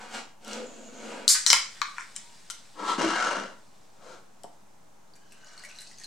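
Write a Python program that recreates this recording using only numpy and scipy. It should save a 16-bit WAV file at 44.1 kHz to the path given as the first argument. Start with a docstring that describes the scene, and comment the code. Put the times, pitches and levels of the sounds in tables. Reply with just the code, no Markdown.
"""A drink can is opened: the tab cracks the seal, gas spits out and the thin lid tears in three snaps.
Before that, the can shuffles on a wooden table, its rim slipping in tiny jerks. Afterwards the tab
clicks back, the can is dragged, a plastic tumbler is nudged and tapped, and soda pours into it, a
cloud of ringing bubbles under crackling foam. A small live room with a faint hum surrounds it all."""
import sys
import numpy as np
from scipy import signal
from scipy.fft import rfft, irfft, next_fast_len
from scipy.io import wavfile
from scipy.ndimage import uniform_filter1d

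SR = 44100
rng = np.random.default_rng(int(sys.argv[2]) if len(sys.argv) > 2 else 0)


def waveform_to_disk(signal):
    """Save audio, clipped to [-1, 1], as 16-bit WAV at the path in sys.argv[1]."""
    frames = np.transpose(np.atleast_2d(signal))
    scaled = np.clip(frames, -1, 1) * 32767
    samples = np.round(scaled).astype(np.int16)
    wavfile.write(sys.argv[1], SR, samples)


N = 267246

# Tone curves for the noisy layers. Each row: frequency in Hz, relative spectral level in dB.
AIR_TONE = [(15, -38.5), (25, -12), (48, -20), (119, -15.5), (204, -7), (233, -12), (289, -13.5),
            (445, -15.5), (848, -12), (1900, -25), (3720, -31.5), (4620, -33), (6210, -26), (15500, -40.5)]
FIZZ_TONE = [(1100, -14), (1500, -3), (2290, -6), (3890, -8), (4460, -9.5), (4950, -7), (5780, -10.5),
             (8020, -4), (15000, -29)]
POUR_TONE = [(210, -46.5), (350, -10), (607, -1), (780, -11), (871, -21), (942, -8.5), (1530, -2.5),
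             (2270, -6.5), (3640, -14.5), (4130, -9), (5150, -9), (8380, -5), (11000, -13), (15000, -23)]
SHUFFLE_TONE = [(71, -61.5), (120, -30), (170, -24), (230, -9.5), (300, -11.5), (456, -10.5), (493, -8.5),
                (665, -12.5), (812, -6.5), (1000, -13), (1210, -14.5), (1420, -12), (1950, -18),
                (2200, -15.5), (2600, -14.5), (3400, -18.5), (6070, -19.5), (7550, -18), (14000, -46.5)]
SKID_TONE = [(88, -63), (150, -33), (215, -18.5), (387, -9), (426, -7.5), (672, -19.5), (860, -4.5),
             (1230, -9.5), (1310, -5.5), (1520, -30), (1610, -13), (2690, -25), (3130, -21.5),
             (7920, -28.5), (14000, -56)]
DRAG_TONE = [(71, -55), (120, -26), (200, -10.5), (318, -8.5), (400, -5), (530, -3.5), (690, -4),
             (790, -7.5), (952, -7.5), (1480, -6), (1900, -12), (2530, -17.5), (2900, -12), (3400, -19),
             (6310, -17.5), (9780, -31), (11500, -43.5), (14000, -85)]
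NUDGE_TONE = [(88, -33.5), (150, -8), (210, -18), (341, -11.5), (524, -1.5), (776, -12), (935, -13),
              (1050, -14.5), (1380, -12), (1900, -23), (6890, -20), (13000, -44)]
GAS_TONE = [(200, -61.5), (700, -41), (1300, -22), (2100, -20.5), (2900, -28), (4100, -11.5), (4700, -3.5),
            (5500, -5.5), (8000, -1.5), (10000, -8.5), (12500, -17), (15000, -25), (16000, -54)]
TEAR_TONE = [(530, -55), (900, -19), (1450, -8), (1860, -5.5), (2300, -12), (2750, -15), (3150, -15),
             (3930, -9.5), (4400, -17), (5690, -2), (6800, -11), (8310, -6), (10600, -28.5), (13000, -35)]
# Appliance hum. Each row: frequency in Hz, relative level in dB.
HUM_PARTIALS = [(118.4, -70.5), (166.9, -76)]
# The room's tail. Each row: frequency in Hz, time to fall 60 dB in seconds.
ROOM_DECAY = [(200, .4), (600, .36), (1300, 0.37), (4000, 0.36), (8000, 0.37), (14000, 0.17)]
# Early reflections. 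Each row: delay in seconds, relative level in dB.
REFLECTIONS = [(.0053, -14.5), (.0088, -21.5), (0.0106, -15.5)]
# The loudest splashes in the tumbler. Each row: start in seconds, relative level in dB, bubble pitch
# in Hz, decay time in cycles, spray level against the bubble in dB.
SPLASHES = [(5.1367, -42, 4620, 8, -23.5), (5.1554, -42, 6860, 6, -8), (5.3217, -43.5, 2726, 4.5, -4.5),
            (5.4453, -41, 6700, 10, -18), (5.47, -42, 5760, 10, -21), (5.5772, -36, 4370, 16, -18),
            (5.595, -41, 4800, 14, -13), (5.628, -41, 6600, 5, -14), (5.6371, -34, 1950, 6.4, -14),
            (5.6491, -35.5, 2240, 8.7, -7), (5.6883, -39, 5835, 13, -11), (5.699, -39.5, 2740, 7, -16),
            (5.711, -39.5, 2519, 9.8, -20), (5.7533, -42, 4190, 8, -15), (5.7613, -37, 5850, 10, -18),
            (5.7867, -32.5, 4030, 13.5, -14), (5.806, -37.5, 8350, 8, -8), (5.8174, -36, 8020, 14, -6.5),
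            (5.853, -46.5, 4048, 18, -15), (5.9135, -44.5, 1970, 8, -8), (5.9848, -35.5, 6200, 12, -13),
            (5.999, -37.5, 6400, 14, -9), (6.014, -43, 1814, 9.5, -4), (6.0362, -34, 4640, 10, -15),
            (6.043, -31.5, 4170, 16, -14)]
# The thin stream sounds a resonance of the vessel. Each row: time in seconds, pitch in Hz, level in dB.
VESSEL_RING = [(5.15, 1630, -78), (5.18, 1610, -69.5), (5.3, 1600, -69.5), (5.45, 1542, -62.5),
               (5.62, 1510, -62), (5.73, 1510, -69), (5.81, 1523, -61), (5.86, 1540, -80)]
# A fingertip rubs the can with a thin whistle. Each row: time in seconds, pitch in Hz, level in dB.
FINGER_RUB = [(.6, 7000, -80), (.67, 7010, -53), (.75, 6750, -57), (.78, 7170, -58.5), (.865, 6780, -54),
              (.915, 6720, -61), (.97, 6640, -53.5), (1.07, 6820, -56), (1.2, 7100, -79.5)]
# Resonances of a container on the table. Each row: frequency in Hz, width in Hz, boost in dB.
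BODY_MODES = [(222, 18, 7), (320, 13, 4.5), (500, 45, 3.5), (689, 37, 3.5), (973.6, 16, 9), (1083, 14, 6),
              (1370, 98, 6), (1510, 40, 5), (1624, 14, 7), (2176, 60, 5), (2865, 42, 6), (3200, 36, 5.5),
              (4060, 160, 3)]
# Pushes across the table. Each row: manner, time of top speed, rise and fall in seconds, wall level
# in dB, then table rumble and grit in dB against the wall.
PUSHES = [("shuffle", .01, .05, 0.097, -46.5, -6.5, -5), ("shuffle", 0.16, 0.048, 0.047, -39.5, -6, -1.6),
          ("shuffle", 0.5247, .075, 0.044, -44.5, 1, 0.89),
          ("shuffle", 0.592, 0.051, 0.068, -49.5, 3.6, -3.5), ("shuffle", .77, 0.13, 0.31, -59, 8, 1),
          ("shuffle", 1.13, 0.15, .09, -45.5, 1.5, -4.5), ("shuffle", 1.24, 0.067, 0.036, -51, 1.5, -7),
          ("skid", 2.815, 0.043, 0.065, -38, -2.3, -10.5),
          ("skid", 2.905, 0.046, 0.051, -29.5, -10.5, -6.5), ("drag", 2.988, 0.0089, 0.12, -30, -4, -5.5),
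          ("drag", 3.14, 0.09, 0.086, -32, -14, -8.5), ("drag", 3.235, 0.072, 0.076, -31.5, -10, -6),
          ("drag", 3.338, 0.077, 0.13, -36, -1.6, -7), ("nudge", 4.11, 0.097, 0.07, -49.5, 0.45, -6)]
# The rim catches and sings. Each row: start and length in seconds, pitch in Hz, level in dB.
SQUEALS = [(.155, 0.047, 1400, -41.5), (0.44, 0.12, 1380, -48), (.53, 0.17, 498.5, -37),
           (1.971, .05, 1400, -40), (2.19, .22, 950, -60), (2.77, 0.11, 1345, -43),
           (2.791, 0.15, 1008, -37.5), (2.861, 0.098, 1334, -27), (3.015, 0.099, 320, -26.5),
           (3.09, .08, 322, -36.5), (3.113, 0.1, 1620, -31.5), (3.2, 0.1, 1488, -29),
           (3.212, 0.11, 1345, -30.5), (3.24, 0.16, 973, -38), (3.21, 0.06, 7330, -45),
           (3.245, 0.06, 6520, -44)]
# Knocks on the table. Each row: start in seconds, relative thud level in dB, pitch in Hz, shove in dB.
KNOCKS = [(1.5025, -26.5, 700, -35), (1.53, -20, 950, -38), (2.983, -13.5, 260, -70),
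          (2.995, -14, 292, -65), (3.01, -12.5, 990, -65), (3.026, -19, 510, -65), (3.043, -15, 315, -65),
          (3.058, -17, 317, -65), (4.442, -26.5, 700, -60), (4.448, -33, 930, -66)]
# The tab is worked and metal tears. Each row: peak time in seconds, low and bright band levels in dB.
TEARS = [(1.35, -30, -33), (1.471, -34, -20), (1.51, -34.5, -22.5), (1.538, -31, -28), (1.76, -50, -70),
         (1.968, -47.5, -56), (2.0, -53, -49.5), (2.159, -54, -46)]
# Modes of the lid. Each row: frequency in Hz, relative level in dB, time to fall 60 dB in seconds.
LID_MODES = [(1030, -8.5, .011), (1400, -9, .018), (1740, -14, 0.0041), (2200, -12, 0.011),
             (3024, -1, .013), (3250, -7, .0052), (4090, -3.5, .0085), (4958, -3.5, .007),
             (5530, -3, .0031), (7330, 7.5, .003), (8150, -5.5, .007), (9300, -9.5, 0.0095)]
# Snaps of lid and tab. Each row: start in seconds, relative level in dB, wall pitch in Hz, low, rim and
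# bright bands in dB against the middle band, panel pitch in Hz, panel level in dB, top of ring in Hz.
SNAPS = [(0.4473, -43, 1400, -15, -7, 1, 6900, 6, 12000), (.4795, -37, 1400, -15, -9, 1, 5960, 6, 12000),
         (.5322, -30, 1400, -16, -17, 0, 5700, 20, 8640), (1.279, -4, 1500, -35, -31, -5, 4080, 14, 9500),
         (1.4635, -5, 1950, -14.5, -33, -4.5, 4140, 6, 8900),
         (1.4686, -18, 1900, -20, -20, 0, 5800, 19, 8800),
         (1.5019, 0, 2076, -13, -25, -11.5, 5200, 5, 11500),
         (1.5074, -10, 1600, -23, -18, -8, 5400, 19, 8800),
         (1.5295, -3.5, 1330, -2.5, -5, -3, 5400, 2.5, 11000),
         (1.8163, -16, 1160, 6, -12, -11.5, 4280, 3, 8200), (1.982, -44, 1413, 23.5, -3, 4, 4300, -3, 8500),
         (2.008, -49.5, 1490, 21, 1, 14, 4300, 0, 8000),
         (2.1625, -33.5, 2150, -13, -4, 11, 7460, 10.5, 9830),
         (2.167, -38.5, 2100, -11, -8, 10, 7500, 1, 9800),
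         (2.5002, -27.5, 1450, -1.5, -9, 1.5, 4100, 6, 9700),
         (2.5056, -27, 1440, -14, -10, -2, 5960, 14, 11000),
         (2.5089, -32.5, 1450, -10, -6, 3.5, 8600, 0, 12020),
         (4.4345, -40.5, 1400, -6, -7, 5, 4350, 3, 11510)]

CENTRED_BELOW_HZ = 300  # the whole table top radiates the bass
TOP_HZ = 16000


def amp(db):
    """Decibels to gain."""
    return 10 ** (np.asarray(db) / 20)


def unit(x):
    """Scale to rms 1."""
    return x / np.sqrt(np.mean(x ** 2) + 1e-20)


def along(points, hz):
    """Read a curve of (Hz, value) points on a log frequency axis."""
    f, v = np.transpose(points)
    return np.interp(np.log(hz + 1), np.log(f + 1), v)


def filtered(x, response):
    """EQ x with a gain given as a function of frequency."""
    size = next_fast_len(N + 8192)
    return irfft(rfft(x, size) * response(np.fft.rfftfreq(size, 1 / SR)), size)[..., :N]


def coloured(x, tone, lo=0, hi=SR):
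    """The part of x between lo and hi Hz, shaped by a tone curve, at rms 1."""
    return unit(filtered(x, lambda hz: amp(along(tone, hz)) * (hz >= lo) * (hz < hi)))


def bandpass(x, lo, hi):
    """Steep causal band-pass."""
    return signal.sosfilt(signal.butter(4, (lo, min(hi, TOP_HZ)), "band", fs=SR, output="sos"), x)


def add(track, s, sound):
    """Mix a short sound in at s seconds."""
    part = track[round(s * SR):][:len(sound)]
    part += sound[:len(part)]


def swell(s, rise_s, fall_s):
    """A lopsided bell of gain: 1 at time s, 10 dB down rise_s before and fall_s after."""
    t = np.arange(N) / SR - s
    return amp(-10 * np.minimum((t / np.where(t < 0, rise_s, fall_s)) ** 2, 20))


def sizes(shape, spread_db):
    """Grain strengths: most are small, a few larger."""
    return amp(spread_db * np.minimum(rng.exponential(size=shape), 4))


def ticks(rate, spread_db):
    """Random impulses, about `rate` a second."""
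    return unit(sizes(N, spread_db) * rng.choice([-1, 1], N) * (rng.random(N) < rate / SR))


def bubbles(count, hz, scatter, cycles, spread_db):
    """A cloud of tiny damped rings at scattered pitches."""
    start = rng.integers(0, N, (count, 1))
    pitch = np.clip(hz * np.exp(scatter * rng.standard_normal((count, 1))), 400, 15000)
    k = np.arange(200)
    turns = pitch * k / SR
    rings = sizes((count, 1), spread_db) * np.sin(2 * np.pi * turns) * np.exp(-turns / cycles)
    return unit(np.bincount((start + k).ravel(), rings.ravel(), N)[:N])


def whistle(points, width_hz, ratio=1):
    """A narrow band of hiss that follows (s, Hz, dB) points, transposed by ratio."""
    s, hz, db = np.transpose(points)
    t = np.arange(round((s[-1] - s[0]) * SR)) / SR + s[0]
    flutter = signal.sosfilt(signal.butter(2, width_hz, fs=SR, output="sos"), rng.standard_normal(len(t)))
    phase = 2 * np.pi * ratio * np.cumsum(np.interp(t, s, hz)) / SR
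    track = np.zeros(N)
    add(track, s[0], amp(np.interp(t, s, db)) * unit(flutter * np.cos(phase)))
    return track


def background(air_db, hum_db):
    """A wide bed of room air with a faint appliance hum in the centre."""
    noise = rng.standard_normal((3, N))
    hum = sum(amp(db) * np.sqrt(2) * np.sin(2 * np.pi * (hz * np.arange(N) / SR + rng.random()))
              for hz, db in HUM_PARTIALS)
    return amp(air_db) * coloured(noise[:2] + 0.53 * noise[2], AIR_TONE) + amp(hum_db) * hum


def room(x, wet_db, pan_db):
    """Direct sound, near walls and a diffuse tail, at constant energy; positive pan leans left."""
    hz, t, noise = signal.stft(rng.standard_normal((3, SR // 2)), SR, nperseg=256)
    shared_db = along([(150, 6), (300, -1.5), (4000, 1), (8000, -8)], hz)
    noise[2] *= amp(shared_db)[:, None]  # long waves reach both sides alike
    tails = signal.istft(noise * amp(-60 * t / along(ROOM_DECAY, hz)[:, None]), SR, nperseg=256)[1]
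    fade_in = 1 - np.exp(-(np.arange(tails.shape[1]) / SR / 0.0028) ** 2)
    response = (tails[:2] + tails[2]) * fade_in
    response *= amp(wet_db) / np.linalg.norm(response[0])
    pan = amp([[pan_db / 2], [-pan_db / 2]])
    direct = signal.unit_impulse(response.shape[1])
    bass = signal.lfilter(*signal.butter(1, CENTRED_BELOW_HZ, fs=SR), direct)
    response += pan * (direct - bass) + pan.mean() * bass
    for delay, db in REFLECTIONS:
        response[:, round(delay * SR)] += amp(db)
    response /= np.sqrt(np.sum(response ** 2) / 2)
    return signal.fftconvolve(x[None], response, axes=1)[:, :N]


def fizz(start_s, level_db, fade_db_per_s, mist_db):
    """Small bubbles burst inside the open can over a fine mist of hiss, ever more faintly."""
    bursts = bubbles(count=6000, hz=5400, scatter=0.25, cycles=4, spread_db=0.5)
    mist = amp(mist_db) * rng.standard_normal(N)
    age = np.arange(N) / SR - start_s
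    return (age > 0) * amp(level_db - fade_db_per_s * age) * coloured(bursts + mist, FIZZ_TONE, lo=900)


def pour(stream_db, foam_db, clump_db):
    """The stream traps larger bubbles while foam crackles above it in little flurries."""
    stream = swell(5.58, rise_s=0.24, fall_s=0.25)  # swells, then foam muffles it
    foam = swell(5.814, rise_s=0.46, fall_s=1)  # the head builds later and lingers
    large = bubbles(count=2500, hz=1490, scatter=0.538, cycles=7, spread_db=0.5)
    small = bubbles(count=7000, hz=5200, scatter=0.26, cycles=4.5, spread_db=2)
    gurgle, crackle = coloured(large, POUR_TONE, hi=4200), coloured(small, POUR_TONE, lo=2500)
    flurries = amp(clump_db * unit(uniform_filter1d(rng.standard_normal(N), size=500)))
    return amp(stream_db) * stream * gurgle + amp(foam_db) * foam * unit(flurries * crackle)


def splashes(chirp, gain_db, spray_t60, attack_s):
    """Each splash rings one bubble with a rising pitch and throws a short spray of crackles."""
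    track, t = np.zeros(N), np.arange(SR // 10) / SR
    crackle = coloured(ticks(rate=1600, spread_db=2.2), POUR_TONE, lo=1500)
    for s, db, hz, cycles, spray_db in SPLASHES:
        envelope = np.exp(-hz * t / cycles) * (1 - np.exp(-t / attack_s))
        ring = envelope * np.sin(2 * np.pi * hz * t * (1 + chirp * t))
        grains = unit(crackle[rng.integers(N - len(t)):][:len(t)])
        spray = amp(spray_db - 60 * t / spray_t60) * grains
        add(track, s, amp(db + gain_db) * (ring + spray))
    return bandpass(track, 1450, 12500)


def vessel(upper_ratio, upper_db):
    """The stream sounds two narrow resonances of the vessel, which glide together."""
    lower = whistle(VESSEL_RING, width_hz=42)
    return lower + amp(upper_db) * whistle(VESSEL_RING, width_hz=75, ratio=upper_ratio)


def judder(depth_db):
    """Grip comes and goes many times a second."""
    return amp(depth_db * unit(bandpass(rng.standard_normal(N), 15.3, 72)))


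def body(f):
    """The container's response at f Hz: one resonant peak for each mode."""
    return 1 + sum((amp(db) - 1) * 1j * f * width / (hz * hz - f * f + 1j * f * width)
                   for hz, width, db in BODY_MODES)


def slide(manner, tone, slips):
    """Tiny slips of the rim shake the table, ring the wall and scratch, swelling with each push."""
    shaken = filtered(slips, body)
    table, wall, grit = [coloured(shaken, tone, lo, hi) for lo, hi in [(0, 700), (700, 2500), (2500, SR)]]
    return sum(amp(db) * swell(s, rise_s, fall_s) * (wall + amp(table_db) * table + amp(grit_db) * grit)
               for kind, s, rise_s, fall_s, db, table_db, grit_db in PUSHES if kind == manner)


def squeals(drift_hz):
    """The slips lock briefly onto one resonance and sing a wavering note."""
    track = np.zeros(N)
    for s, length, hz, db in SQUEALS:
        grip = signal.windows.tukey(round(length * SR), 0.7)
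        drift = drift_hz * unit(uniform_filter1d(rng.standard_normal(SR), size=120))[:len(grip)]
        add(track, s, amp(db) * grip * np.sin(2 * np.pi * np.cumsum(hz + drift) / SR))
    return track


def knocks(t60, thud_db, shove_s):
    """Short dead thuds of the table top, each over one low shove."""
    thuds, shoves, t = np.zeros(N), np.zeros(N), np.arange(SR // 10) / SR
    for s, db, hz, shove_db in KNOCKS:
        noise = unit(bandpass(rng.standard_normal(len(t)), 200, 950))
        add(thuds, s, amp(db + thud_db - 60 * t / t60) * (np.sin(2 * np.pi * hz * t) + 0.6 * noise))
        add(shoves, s, amp(shove_db) * (1 - t / shove_s) * np.exp(-t / shove_s))
    return bandpass(thuds, 175, 2500) + bandpass(shoves, 30, 300)


def gas(peak_s, rise_s, fall_s, level_db):
    """Pressure spits out in one bright hiss that swells to its peak at peak_s and is spent at once."""
    after_first_tick = np.arange(N) / SR > SNAPS[0][0]
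    jet = coloured(rng.standard_normal(N), GAS_TONE)
    return after_first_tick * amp(level_db) * swell(peak_s, rise_s, fall_s) * jet


def tear(rise_s, fall_s):
    """Aluminium gives way in runs of tiny fractures that start sharply and die out."""
    fractures = ticks(rate=2200, spread_db=0.5)
    low, bright = coloured(fractures, TEAR_TONE, hi=3600), coloured(fractures, TEAR_TONE, lo=5000)
    return sum(swell(s, rise_s, fall_s) * (amp(low_db) * low + amp(bright_db) * bright)
               for s, low_db, bright_db in TEARS)


def lid(crack_db, panel_cycles, wall_db, wall_t60, gain_db, attack_s, edge_db):
    """Each snap rings the same lid; where it buckles sets panel and wall pitch and the band balance."""
    track, t = np.zeros(N), np.arange(SR // 20) / SR
    attack = 1 - np.exp(-t / attack_s)  # the thin sheet takes a moment to buckle
    for s, db, wall_hz, low_db, rim_db, bright_db, panel_hz, panel_db, top_hz in SNAPS:
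        modes = [*LID_MODES, (panel_hz, panel_db, panel_cycles / panel_hz), (wall_hz, wall_db, wall_t60)]
        ring = sum(amp(level + rng.normal(0, 1) - 60 * t / t60)
                   * np.sin(2 * np.pi * (hz * t + rng.random())) for hz, level, t60 in modes)
        crack = amp(crack_db - 60 * t / 0.011) * rng.standard_normal(len(t))
        hit = (ring + crack) * attack
        bands_hz = [(950, 2300), (2300, 3250), (3400, 6200), (6400, top_hz)]
        low, rim, middle, bright = [unit(bandpass(hit, lo, hi)) for lo, hi in bands_hz]
        edge = amp(edge_db) * unit(bandpass(crack, 9000, TOP_HZ))
        snap = middle + amp(low_db) * low + amp(rim_db) * rim + amp(bright_db) * bright + edge
        add(track, s, amp(db + gain_db) * snap / np.abs(middle).max())
    return track


def scene():
    """The stereo mix: can and tumbler stand a little to the left in the room."""
    snaps = lid(crack_db=4.5, panel_cycles=22, wall_db=-1, wall_t60=0.014,
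                gain_db=2, attack_s=0.00027, edge_db=-23.5)
    thuds = knocks(t60=0.027, thud_db=-4.5, shove_s=0.002)
    mix = room(snaps + thuds, wet_db=-3.5, pan_db=7.5)

    spit = gas(peak_s=1.292, rise_s=0.0088, fall_s=0.046, level_db=-14.5)
    mix += room(spit + tear(rise_s=0.0056, fall_s=0.025), wet_db=-1, pan_db=1.5)

    shuffle = slide("shuffle", SHUFFLE_TONE, ticks(rate=5000, spread_db=3))
    mix += room(shuffle + whistle(FINGER_RUB, width_hz=430), wet_db=-0.5, pan_db=1.3)

    skid = slide("skid", SKID_TONE, ticks(rate=3000, spread_db=0.5))
    drag = slide("drag", DRAG_TONE, ticks(rate=1800, spread_db=1.5) * judder(depth_db=3))
    nudge = slide("nudge", NUDGE_TONE, ticks(rate=3100, spread_db=2.5))
    sliding = bandpass(skid + drag + nudge, 147, 12000)  # the table radiates little deep bass
    mix += room(sliding, wet_db=-3, pan_db=7)

    soda = fizz(start_s=1.7, level_db=-53, fade_db_per_s=6.5, mist_db=1.5)
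    soda += pour(stream_db=-58, foam_db=-54.5, clump_db=3)
    soda += splashes(chirp=0.8, gain_db=1, spray_t60=0.048, attack_s=0.0002)
    soda += vessel(upper_ratio=1.89, upper_db=-5)
    mix += squeals(drift_hz=30.7) * amp([[0.7], [-0.7]])  # dry, just left of centre
    mix += room(soda, wet_db=-2.5, pan_db=1.5)
    return mix + background(air_db=-59.5, hum_db=-6.5)


def record(dry):
    """The loudest snaps clip, the very top is cut away, and the signal sits slightly off zero."""
    return filtered(np.clip(dry, -1, 1), lambda hz: hz < TOP_HZ) - 0.0026


dry = scene()
out = record(dry)
waveform_to_disk(out)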